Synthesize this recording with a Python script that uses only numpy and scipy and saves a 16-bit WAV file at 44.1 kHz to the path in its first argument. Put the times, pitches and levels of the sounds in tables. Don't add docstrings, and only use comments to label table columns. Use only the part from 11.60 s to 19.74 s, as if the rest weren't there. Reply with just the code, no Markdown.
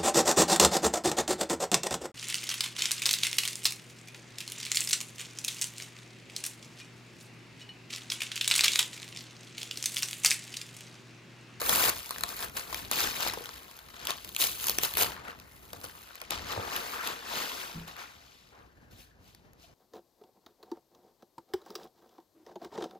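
import sys
import numpy as np
from scipy import signal
from scipy.fft import rfft, irfft, next_fast_len
from scipy.io import wavfile
from scipy.ndimage import uniform_filter1d

SR = 44100
rng = np.random.default_rng(int(sys.argv[2]) if len(sys.argv) > 2 else 0)


def dump(signal):
    limited = np.clip(np.atleast_2d(signal).T, -1, 1)
    pcm = np.round(limited * 32767).astype(np.int16)
    wavfile.write(sys.argv[1], SR, pcm)


N = 358974

# [t/s, level/dB]
RUMBLE_LEVEL = [(0, -66), (.09, -40), (.34, -55.5), (1.65, -49.5), (2.2, -61), (3.47, -50), (3.9, -57.5),
                (4.2, -53.5), (4.6, -67), (4.8, -45), (5.3, -62), (6.3, -63.5), (6.85, -64), (7.35, -59),
                (8.14, -62.5)]
# [f/Hz, density/dB]
RUMBLE_SPECTRUM = [(20, -30.5), (55, 0), (130, -5), (300, -11), (900, -20), (16000, -45)]
# [f/Hz, gain/dB]
PAPER_SPECTRUM = [(60, -16.5), (200, -8), (400, -2.5), (1100, -0.5), (1700, -1), (2600, 0.5), (4300, -0.5),
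                  (5800, -4), (8500, -1.5), (12000, -4.5), (16500, -4)]
# [f/Hz, likeness/1 (0 to 1), excess of left/dB]
PORT_PAIR = [(60, 0.95, -1), (250, 0.8, 1.5), (1192, 0.51, 4), (2460, 0, 3), (4700, 0.98, 5.5),
             (5720, 0, 5), (6950, 0.9, 0.5), (8630, 0.94, 0.5), (11600, 0.5, -1), (13600, 1, 0)]
# [f/Hz, phase/rad]
PORT_LEAD = [(0, 0), (430, 1), (2000, 2.3), (2850, .2), (4700, .9), (5600, -.1), (7200, -1.8), (8500, -3.1),
             (13100, -6.28)]
# [peak t/s, level/dB, swell over 20 dB/s, fade over 20 dB/s]
SQUEEZES = [(0.1, -30, 0.052, 0.37), (0.3, -23.5, 0.34, 0.0071), (0.7, -37.5, 0.045, 0.26),
            (0.847, -33.5, 0.084, 0.027), (0.983, -36, 0.053, 0.16), (1.188, -37.5, 0.17, 0.16),
            (1.327, -27, 0.017, 0.18), (1.41, -22.5, 0.074, 0.22), (1.679, -28, 0.2, 0.041),
            (1.748, -40.5, 0.14, 0.65), (2.5, -24, 0.026, 0.027), (2.812, -21.5, 0.032, 0.12),
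            (3.091, -33.5, 0.2, 0.13), (3.238, -27.5, 0.034, 0.076), (3.384, -25.5, 0.016, 0.14),
            (3.428, -23.5, 0.068, 0.024), (3.7, -45.5, 0.1, 0.046), (4.246, -40, 0.019, 0.032),
            (4.721, -30, 0.023, 0.11), (4.921, -35.5, 0.11, 0.15), (5.163, -33.5, 0.1, 0.14),
            (5.48, -33.5, 0.091, 0.21), (5.79, -29.5, 0.18, 0.32), (6.282, -43, 0.017, 0.11),
            (6.397, -41, 0.034, 0.17), (7.315, -55, 0.012, 0.2), (7.411, -49.5, 0.063, 0.1),
            (7.685, -55, 0.092, 0.18), (8.041, -51.5, 0.069, 0.12)]
# [t/s, rustle between squeezes/dB, gain of lows/dB, gain of treble/dB]
HANDLING = [(0, -55.5, 8.5, 7.5), (.56, -41.5, 2.5, 2), (.9, -62, 9.5, 4.5), (1.4, -48.5, 1.5, -1),
            (1.7, -61, 5, -2.5), (2.26, -57, 8.5, 2), (2.45, -40, 6, -7), (2.75, -49.5, -3, 4.5),
            (3.45, -41.5, 6, 5.5), (3.6, -56.5, 18, -8.5), (3.95, -58, 7.5, 5.5), (4.4, -50.5, 7, 2.5),
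            (4.7, -50.5, 7, -10), (5.04, -40, 9, -5.5), (5.33, -36.5, 6, -2), (5.62, -50.5, 6.5, -7.5),
            (6.0, -35.5, 3.5, -3.5), (6.26, -51.5, 8.5, -6), (6.82, -53.5, -1.5, -10.5),
            (6.92, -60.5, 3, -7), (7.27, -74.5, -15, -2), (8.14, -79, -4, -8)]
# [t/s, extra slide/dB]
AWAY = [(4.7, 0), (5.0, 9)]
# [t/s, sharp level/dB, dull body relative to sharp/dB]
SNAPS = [(0.016, -15.5, 12), (0.0944, -7, -1), (0.493, -24, -10), (0.508, -15, -26), (0.5833, -22, -9),
         (0.609, -18, -5), (0.636, -11.5, 2.5), (0.69, -25, 0), (0.9692, -16, -1), (1.128, -24, -5),
         (1.145, -17.5, -10), (1.3136, -9.5, 1), (1.624, -17, -10), (1.683, -17, -5), (1.736, -19.5, 10),
         (1.8575, -26, 0), (2.19, -31, -10), (2.4523, -20.5, -8), (2.471, -15, -7.5), (2.506, -13, 0),
         (2.6471, -24, 0), (2.691, -24, -20), (2.7484, -23, -16), (2.764, -12.5, -15.5),
         (2.789, -21.5, -13.5), (2.8397, -11, 2.5), (3.042, -16.5, -22), (3.069, -9, -7.5),
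         (3.0839, -10.5, -16.5), (3.0962, -7, 0.5), (3.1853, -5.5, -0.5), (3.234, -9.5, 5),
         (3.3382, -18, -26.5), (3.3527, -19, -8), (3.3709, -7, -5), (3.432, -10, -4), (3.799, -35, 0),
         (4.132, -24, 10), (4.214, -33, 5), (4.242, -27.5, 14), (4.555, -27.5, -5), (4.6158, -21, 8),
         (4.707, -14, -3), (5.164, -15.5, 2), (5.474, -16, -10), (6.2779, -33, -10), (6.3655, -34, -5),
         (7.7484, -38, -5), (7.9335, -46, 0)]
# [t/s, starting level/dB, f/Hz]
POPS = [(.508, -22.5, 1190), (.561, -23, 1770), (.638, -19, 1010), (0.728, -29, 1180), (1.128, -23.5, 1050),
        (1.665, -19.5, 820), (1.774, -26, 490), (1.809, -28, 480), (4.508, -33, 1445), (4.554, -33.5, 1340),
        (4.976, -27.5, 526)]
# [t/s, length/s, level/dB, lowest f/Hz, highest f/Hz]
RUBS = [(3.84, .14, -66, 1880, 2120), (4.899, 0.13, -38.5, 294, 980), (5.318, 0.17, -40, 920, 1830),
        (6.357, 0.057, -47, 1000, 2200), (6.916, 0.088, -55.5, 249, 1320), (7.077, 0.45, -70, 1500, 1780)]
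# [t/s, level before the swell/dB, f/Hz, T60/s]
BUMPS = [(4.765, -36, 78, 0.26), (4.969, -20.5, 96, 0.085), (6.144, -28, 166.3, 0.28)]
# [t/s, level/dB]
BLIPS = [(8.037, -56), (8.089, -60)]

SCATTER_S = 0.0008
FLAP_HZ, CRISP_HZ = 1900, 7500
CRACKLES_PER_S, SIZE_SPREAD_DB, CLUMP_DB, SLIDE_DB = 480, 3.8, 5, -0.6
DENSE_FROM_DB, DENSER_PER_DB = -41, 0.46
CREASE_S, CREASE_LOW_HZ = 0.00063, 650
SNAP_S, SNAP_BODY_HZ = 0.001, 970
ROOM_T60_S, ROOM_DB, ROOM_DULL_HZ = 0.28, -12.5, 5300
SPOTS, SPOT_SAMPLES = 8, 128
POP_CYCLES = 9
RUB_START_S, RUB_T60_S = 0.0064, 0.44
BLIP_HZ, BLIP_S = 685, 0.02
STOP_HZ = 16274


def amp(db):
    return 10 ** (np.asarray(db) / 20)


def rms_one(x):
    return x / np.sqrt(np.mean(x ** 2) + 1e-20)


def in_time(rows):
    s, *columns = np.transpose(rows)
    return [np.interp(np.arange(N) / SR, s, c) for c in columns]


def at_hz(rows, hz):
    f, *columns = np.transpose(rows)
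    return [np.interp(np.log(hz + 1), np.log(f), c) for c in columns]


def drift(rate_hz):
    step = 40
    r = np.exp(-2 * np.pi * rate_hz * step / SR)
    noise = rng.standard_normal(N // step + 2002)
    slow = signal.lfilter([1], [1, -2 * r, r * r], noise)[2000:]
    return np.interp(np.arange(N) / step, np.arange(len(slow)), rms_one(slow))


def cut(x, hz, kind, order=2):
    return signal.sosfilt(signal.butter(order, hz, kind, fs=SR, output="sos"), x)


def smooth_cut(x, hz):
    return signal.sosfiltfilt(signal.butter(3, hz, fs=SR, output="sos"), x)


def dying_noise(tau_s, count):
    t = np.arange(2048) / SR
    burst = rng.standard_normal((count, len(t))) * np.exp(-t / tau_s)
    return burst / np.sqrt(np.sum(burst ** 2, axis=1, keepdims=True))


def ports(whole, sources, spectrum):
    size = next_fast_len(N + 4096)
    hz = np.arange(size // 2 + 1) * SR / size
    alike, left_db = at_hz(PORT_PAIR, hz)
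    alike = np.clip(alike, 0, 1)
    lead = np.interp(hz, *np.transpose(PORT_LEAD))
    side = np.array([[1], [-1]])
    scattered = 0
    for source in sources:
        wave = rfft(source, size)
        path = rfft(dying_noise(SCATTER_S, count=2), size)
        scattered = scattered + wave * path / np.abs(path)
    direct = rfft(whole, size) * np.exp(0.5j * side * lead)
    heard = np.sqrt(alike) * direct + np.sqrt(1 - alike) * scattered
    gain_db = at_hz(spectrum, hz)[0] + 0.5 * side * left_db
    return irfft(heard * amp(gain_db), size)[:, :N]


def rumble():
    air = rng.standard_normal((4, N))
    level_db = in_time(RUMBLE_LEVEL)[0] + 2.3 * drift(11.0)
    return amp(level_db) * rms_one(ports(air.sum(axis=0), air, RUMBLE_SPECTRUM))


def effort():
    t = np.arange(N) / SR
    power = amp(2 * in_time(HANDLING)[0])
    for s, level_db, swell, fade in SQUEEZES:
        before = np.maximum((s - t) / swell, 0)
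        after = np.maximum((t - s) / fade, 0)
        power = power + amp(2 * (level_db - 20 * before ** 2 - 20 * after))
    return 10 * np.log10(power)


def creases(clicks):
    dealt, out = rng.integers(0, 16, N), 0
    for k, burst in enumerate(dying_noise(CREASE_S, count=16)):
        low_hz = CREASE_LOW_HZ * 2 ** (k / 4)
        tinted = burst + 2.0 * cut(burst, [low_hz, 2 * low_hz], "band", order=1)
        out = out + signal.oaconvolve(clicks * (dealt == k), tinted[:256])[:N]
    return rms_one(cut(out, 1100, "high", order=1))


def crackle():
    _, flap_db, crisp_db = in_time(HANDLING)
    sizes_db = SIZE_SPREAD_DB * np.minimum(rng.exponential(1, N), 4)
    sizes = amp(sizes_db) * rng.choice([-1, 1], N)
    level_db = effort()
    per_s = CRACKLES_PER_S * amp(DENSER_PER_DB * np.maximum(level_db - DENSE_FROM_DB, 0))
    born = rng.random(N) < per_s * amp(CLUMP_DB * drift(40)) / SR
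    crackles = creases(sizes * born / np.sqrt(per_s))
    slide = amp(SLIDE_DB + in_time(AWAY)[0])
    hiss = amp(0.5 * drift(60)) * rng.standard_normal(N)
    rustle = (crackles + slide * hiss) / np.sqrt(1 + slide ** 2)
    low, below_crisp = smooth_cut(rustle, FLAP_HZ), smooth_cut(rustle, CRISP_HZ)
    middle, treble = below_crisp - low, rustle - below_crisp
    return amp(level_db) * (amp(flap_db) * low + middle + amp(crisp_db) * treble)


def snaps():
    out = np.zeros(N + 2048)
    sharp = cut(dying_noise(SNAP_S, count=len(SNAPS)), SNAP_BODY_HZ, "high", order=1)
    dull = cut(dying_noise(7.5 * SNAP_S, count=len(SNAPS)), SNAP_BODY_HZ, "low")
    unit = np.sqrt(SNAP_S * SR / 2)
    for (s, level_db, body_db), a, b in zip(SNAPS, sharp, dull):
        i = round(s * SR)
        out[i:i + 2048] += amp(level_db) * unit * (a + amp(body_db) * b)
    return out[:N]


def room(x):
    t = np.arange(SR // 2) / SR
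    tail = cut(rng.standard_normal(len(t)), ROOM_DULL_HZ, "low", order=1)
    tail = tail * amp(-60 * t / ROOM_T60_S) * (t > 0.004)
    return amp(ROOM_DB) * signal.fftconvolve(x, tail / np.sqrt(np.sum(tail ** 2)))[:N]


def wandering(paper):
    turns = N // SPOT_SAMPLES + 1
    chosen = rng.integers(0, SPOTS, turns) == np.arange(SPOTS)[:, None]
    dealt = np.repeat(chosen * rng.choice([-1., 1.], turns), SPOT_SAMPLES, axis=1)[:, :N]
    blend = uniform_filter1d(dealt, size=SPOT_SAMPLES // 2, axis=1)
    return paper * np.sign(blend) * np.sqrt(np.abs(blend))


def pops():
    t, out = np.arange(2048) / SR, np.zeros(N + 2048)
    for s, level_db, hz in POPS:
        i = round(s * SR)
        ring = np.sin(2 * np.pi * hz * t) + 0.33 * np.sin(2 * np.pi * 1.7 * hz * t)
        out[i:i + 2048] += amp(level_db - 60 * t * hz / POP_CYCLES) * ring
    return out[:N]


def rubs():
    t, out, uneven = np.arange(N) / SR, np.zeros(N), amp(0.59 * drift(30))
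    for s, length, level_db, low_hz, top_hz in RUBS:
        start = np.clip((t - s) / RUB_START_S, 0, 1)
        fade_db = -60 * np.maximum(t - s - length, 0) / RUB_T60_S
        band = rms_one(cut(rng.standard_normal(N), [low_hz, top_hz], "band"))
        out += start * amp(level_db + fade_db) * uneven * band
    return out


def bumps():
    t, out = np.arange(N) / SR, np.zeros(N)
    thud = rms_one(cut(rng.standard_normal(N), 246, "low", order=4))
    for s, level_db, hz, t60 in BUMPS:
        age = np.maximum(t - s, 0)
        swell = 1 - np.exp(-age / 0.022)
        out += amp(level_db - 60 * age / t60) * swell * (np.sin(2 * np.pi * hz * age) + 0.5 * thud)
    return out


def blips():
    t = np.arange(N) / SR
    shape = sum(amp(db) * np.sin(np.pi * np.clip((t - s) / BLIP_S, 0, 1)) for s, db in BLIPS)
    return shape * np.sin(2 * np.pi * BLIP_HZ * t)


def scene():
    paper = crackle() + snaps() + pops() + rubs()
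    paper = paper + room(paper)
    return ports(paper, wandering(paper), PAPER_SPECTRUM) + rumble() + bumps() + blips()


def record(dry):
    return signal.sosfilt(signal.cheby2(16, 80, STOP_HZ, fs=SR, output="sos"), dry)


dry = scene()
out = record(dry)
dump(out)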